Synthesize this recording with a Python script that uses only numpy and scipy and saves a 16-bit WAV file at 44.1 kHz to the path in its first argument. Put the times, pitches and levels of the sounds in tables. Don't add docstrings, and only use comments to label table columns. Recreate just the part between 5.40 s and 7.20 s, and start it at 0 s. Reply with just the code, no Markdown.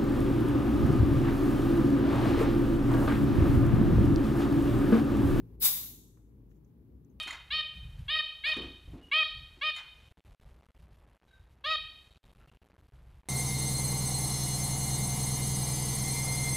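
import sys
import numpy as np
from scipy import signal
from scipy.fft import rfft, irfft, next_fast_len
from scipy.io import wavfile
from scipy.ndimage import uniform_filter1d, map_coordinates

SR = 44100
rng = np.random.default_rng(int(sys.argv[2]) if len(sys.argv) > 2 else 0)


def level_to_linear(level):
    exponent = np.asarray(level, float) / 20
    return 10 ** exponent


def wrap_up_sound(samples):
    columns = np.atleast_2d(samples).T
    tamed = np.clip(columns, -1, 1)
    steps = np.round(tamed * 32767).astype(np.int16)
    wavfile.write(sys.argv[1], SR, steps)


N = 79380


def unit(x):
    return x / np.sqrt(np.mean(x ** 2) + 1e-20)


def along(points, hz):
    f, v = np.transpose(points)
    return np.interp(np.log(hz + 1), np.log(f + 1), v)


def wobble(rate):
    return map_coordinates(rng.standard_normal(N // 20), [np.arange(N) * rate / SR])


def filtered(x, response):
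    m = next_fast_len(N + SR // 2)
    return irfft(rfft(x, m) * response(np.fft.rfftfreq(m, 1 / SR)), m)[..., :N]


def peak(f, hz, width):
    return 1j * f * width / (hz * hz - f * f + 1j * f * width)


def pair(gain):
    # f/Hz, correlation
    likeness = [(60, 0.87), (180, 0.91), (550, 0.63), (1650, 0.01), (4970, -0.04), (15000, -0.23)]

    def mid_side(hz):
        turn = np.arccos(np.clip(along(likeness, hz), -1, 1)) / 2
        return gain(hz) * np.array([np.cos(turn), np.sin(turn)])

    mid, side = filtered(rng.standard_normal((2, N)), mid_side)
    return unit(np.array([mid + side, mid - side]))


def rumble():
    # t/s, level/dB
    rumble_course = [(0.0, -50), (0.04, -51), (0.19, -54.5), (0.214, -50.5), (0.28, -58), (0.536, -57),
                     (0.732, -61), (0.786, -57), (0.812, -62.5), (1.006, -55.5), (1.082, -59), (1.392, -59),
                     (1.484, -57), (1.8, -58)]
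    # f/Hz, level per Hz/dB
    drone_tone = [(30, -37.5), (44, -21), (70, -11), (110, -7), (290, -12.5), (430, -19), (600, -34),
                  (1200, -46.5)]
    # f/Hz, width/Hz, level/dB
    hum_bands = [(113.36, 10, -6), (165, 10, -13.5), (270.5, 12, -11.5)]
    # f/Hz, level per Hz/dB
    hiss_tone = [(800, -8.5), (1400, -17), (2200, -20.5), (4400, -27), (6000, -29.5), (9000, -31.5),
                 (11500, -20.5), (15800, -21)]
    s, db = np.transpose(rumble_course)
    t = np.arange(N) / SR
    drone = pair(lambda f: level_to_linear(along(drone_tone, f)) * (f < 1200) * (f > 22))
    hums = sum(level_to_linear(g) * pair(lambda f: np.abs(peak(f, c, w)) ** 2) for c, w, g in hum_bands)
    low = np.array([unit(port) for port in drone + hums])
    even = np.sqrt(np.abs(uniform_filter1d(np.mean(low ** 2, axis=0), size=3000))) + 0.26
    level = level_to_linear(np.interp(t, s, db) + 2.0) / even
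    hiss_level = level_to_linear(-80.5 + 5 * (t < 0.16))
    hiss = pair(lambda f: level_to_linear(along(hiss_tone, f)) * (f > 800))
    return level * low + hiss_level * hiss


def throb():
    # t/s, f/Hz, level/dB
    motor_course = [(0.0, 51, -49.5), (0.07, 51.5, -65.5), (0.154, 52.9, -50.5), (0.32, 52.9, -60),
                    (0.416, 60.5, -60), (0.536, 53.2, -60.5), (0.752, 52.3, -66.5), (0.846, 57.46, -58.5),
                    (0.906, 57.6, -60.5), (1.066, 53.94, -58.5), (1.258, 53.5, -62), (1.322, 58, -75.5),
                    (1.398, 57.7, -57.5), (1.464, 59.2, -75.5), (1.554, 57.9, -52), (1.708, 60.1, -75.5),
                    (1.774, 61, -53.5), (1.8, 58.7, -62)]
    level_db, pitch_wander = 1.12, .08
    s, hz, db = np.transpose(motor_course)
    t = np.arange(N) / SR
    pitch = np.interp(t, s, hz) * (1 + pitch_wander * wobble(18))
    phase = 2 * np.pi * np.cumsum(pitch) / SR
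    return np.sqrt(2) * level_to_linear(np.interp(t, s, db) + level_db) * np.sin(phase)


def hands():
    # t/s, level/dB, centre f/Hz, width/Hz, t60/s
    tick_list = [
        (0.002, -74, 3000, 3000, 0.036),
        (0.771, -68, 1157, 500, 0.12),
        (0.772, -74.5, 2000, 1174, .03),
        (1.115, -70.5, 1490, 1790, 0.026),
        (1.246, -75, 6300, 1300, 0.0438),
        (1.647, -76, 6500, 1800, 0.026),
        (1.698, -75.5, 6330, 500, 0.089),
        (1.793, -75.5, 2500, 3000, 0.018),
    ]
    # t/s, length/s, level/dB
    rub_list = [
        (1.092, .045, -79.5),
        (1.145, .045, -81),
        (1.262, .04, -87),
    ]
    # f/Hz, level per Hz/dB
    skin_tone = [(1000, -7), (2500, -10), (5000, -14), (5800, -1), (7200, 0), (8300, -13), (12000, -6),
                 (15800, 0)]
    t, ticks = np.arange(N) / SR, np.zeros((2, N))
    for s, db, hz, width, t60 in tick_list:
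        decay = (t >= s) * level_to_linear(db - 60 * np.maximum(t - s, 0) / t60)
        puff = decay * rng.standard_normal((2, N))
        ticks += filtered(puff, lambda f: 4 * peak(f, hz, width) ** 2 + level_to_linear(-18))
    stroke = sum(level_to_linear(db) * np.exp(-((t - s - d / 2) / (d / 2)) ** 4) for s, d, db in rub_list)
    rough = rng.standard_normal((2, N)) * level_to_linear(1.7 * wobble(200))
    skin = filtered(rough, lambda f: level_to_linear(along(skin_tone, f)) * (f > 900))
    return ticks + stroke * unit(skin)


def garage(x):
    # f/Hz, t60/s
    room_decay = [(600, 0.88), (1700, 0.35), (3500, 0.87), (5000, 0.75), (5800, 1), (7100, 1), (8300, 1),
                  (15000, 0.33)]
    # f/Hz, level/dB
    room_tone = [(700, -5.5), (1700, -12), (3500, -11), (5300, -9.5), (6800, -2.5), (7800, -15.5),
                 (9000, -8), (15000, -16)]
    drain_db = 33
    hz, t, z = signal.stft(rng.standard_normal((2, SR)), SR, nperseg=256)
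    t60 = along(room_decay, hz)[:, None]
    fall_db = along(room_tone, hz)[:, None] - 60 * t / t60 - drain_db * t * t
    even_energy = np.sqrt(6 * np.log(10) / t60 / SR)
    tail = signal.istft(z * level_to_linear(fall_db) * even_energy, SR, nperseg=256)[1]
    late = np.pad(x, ((0, 0), (400, 0)))
    return signal.fftconvolve(late, tail, axes=1)[:, :N]


def engine_bay(x):
    spread_s, level_db = .012, -13
    delay = spread_s * rng.random((2, 9, 1))
    sign = rng.standard_normal((2, 9, 1)) / 3

    def mirrors(f):
        echoes = (sign * np.exp(-2j * np.pi * f * delay)).sum(axis=1)
        return 1 + level_to_linear(level_db) * f / (f + 900) * 2 * echoes

    return filtered(x, mirrors)


def opposed(x):
    # from t/s, to t/s, f/Hz, width/Hz
    opposed_bands = [
        (.247, .278, 4080, 420),
        (.278, .306, 4250, 520),
        (.306, .40, 4200, 300),
    ]
    t, mid = np.arange(N) / SR, x.mean(axis=0)
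    shared = 0
    for a, b, hz, width in opposed_bands:
        hold = np.exp(-((2 * t - a - b) / (b - a)) ** 12)
        shared = shared + hold * filtered(mid, lambda f: np.exp(-((f - hz) / width * 2) ** 6))
    return x - shared


def jet():
    # t/s, level/dB
    jet_course = [
        (.197, -81.5),
        (.201, -50.5),
        (.224, -31),
        (.240, -28),
        (.258, -23.5),
        (.295, -32),
        (.47, -48),
        (.6, -66),
        (.8, -92),
    ]
    # f/Hz, level per Hz/dB
    nozzle_tone = [(400, -26.5), (700, -25), (1100, -23.5), (2800, -13.5), (5000, -7.5), (9000, -11),
                   (12500, 1), (15800, 1.5)]
    # f/Hz, gain per dB of jet strength/dB
    growth = [(600, 1.33), (1500, 1.08), (3500, 1.08), (6500, 1.52), (9000, 1.36), (12000, 0.94),
              (15500, 1.12)]
    # f/Hz, width/Hz, over the jet at the left port/dB, at the right port/dB
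    cavity_list = [(600, 120, 4, 5), (820, 150, 4, 3), (1060, 200, 8, 5), (2100, 300, 3, -9),
                   (3680, 300, 4, 0), (7800, 350, 11, 1), (10000, 400, -2, -12), (11900, 500, -12, -3)]
    # f/Hz, share of power
    common_share = [(600, .9), (1500, .6), (2400, .15), (3500, .15), (4100, .8), (4800, .4), (8000, .5),
                    (15000, .4)]
    # f/Hz, delay after opening/s
    eddy_delay = [(500, .012), (2000, .010), (5000, 0.0039), (8000, .005), (9500, .0001)]
    # f/Hz, level/dB
    right_shade = [(600, 3), (1900, 1.5), (2500, -2.5), (3200, 3.5), (9000, 1), (10000, -1.5), (12000, 2.5),
                   (15800, -3)]
    level_db, patchy_db = 1, 1.2
    flutter_db, flutter_rate = 0.04, 270
    right_lag_s = .00012
    s, db = np.transpose(jet_course)
    hz, t, z = signal.stft(rng.standard_normal((3, N)), SR, nperseg=128, noverlap=96)
    patches = uniform_filter1d(rng.standard_normal(z.shape[1:]), size=2, axis=0)
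    patches = uniform_filter1d(patches, size=24, axis=1)
    share = np.clip(along(common_share, hz), 0, 1)[:, None]
    z = np.sqrt(share) * z[0] + np.sqrt(1 - share) * z[1:]

    below_db = np.interp(t, s, db - db.max(), left=-120, right=-120)
    started = t > s[1] + along(eddy_delay, hz)[:, None] - .002
    flow_db = along(growth, hz)[:, None] * below_db
    z = z * started * level_to_linear(flow_db + patchy_db * unit(patches))
    air = signal.istft(z, SR, nperseg=128, noverlap=96)[1][:, :N]
    air = air * level_to_linear(flutter_db * wobble(flutter_rate))

    def nozzle_to_ports(f):
        nozzle = level_to_linear(along(nozzle_tone, f)) * f ** 4 / (f ** 4 + 400. ** 4)
        cavities = 1 + sum(level_to_linear([[left], [right]]) * peak(f, c, w) for c, w, left, right in cavity_list)
        right_only = np.array([[0], [1]])
        shade = level_to_linear(along(right_shade, f) * right_only)
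        lag = np.exp(-2j * np.pi * f * right_lag_s * right_only)
        return nozzle * cavities * shade * lag

    return level_to_linear(db.max() + level_db + 6) * filtered(air, nozzle_to_ports)


def scene():
    air, side = jet(), np.array([[.5], [-.5]])
    vent = opposed(level_to_linear(3.6 * side) * (engine_bay(air) + garage(air)))
    return vent + level_to_linear(2.5 * side) * (rumble() + throb() + hands())


def top_cut(x):
    return signal.sosfilt(signal.butter(12, 16990, fs=SR, output="sos"), x)


def record(dry):
    limited = filtered(dry, lambda hz: .5 - .5 * np.tanh((hz - 15745) / 14))
    return top_cut(limited)


dry = scene()
out = record(dry)
wrap_up_sound(out)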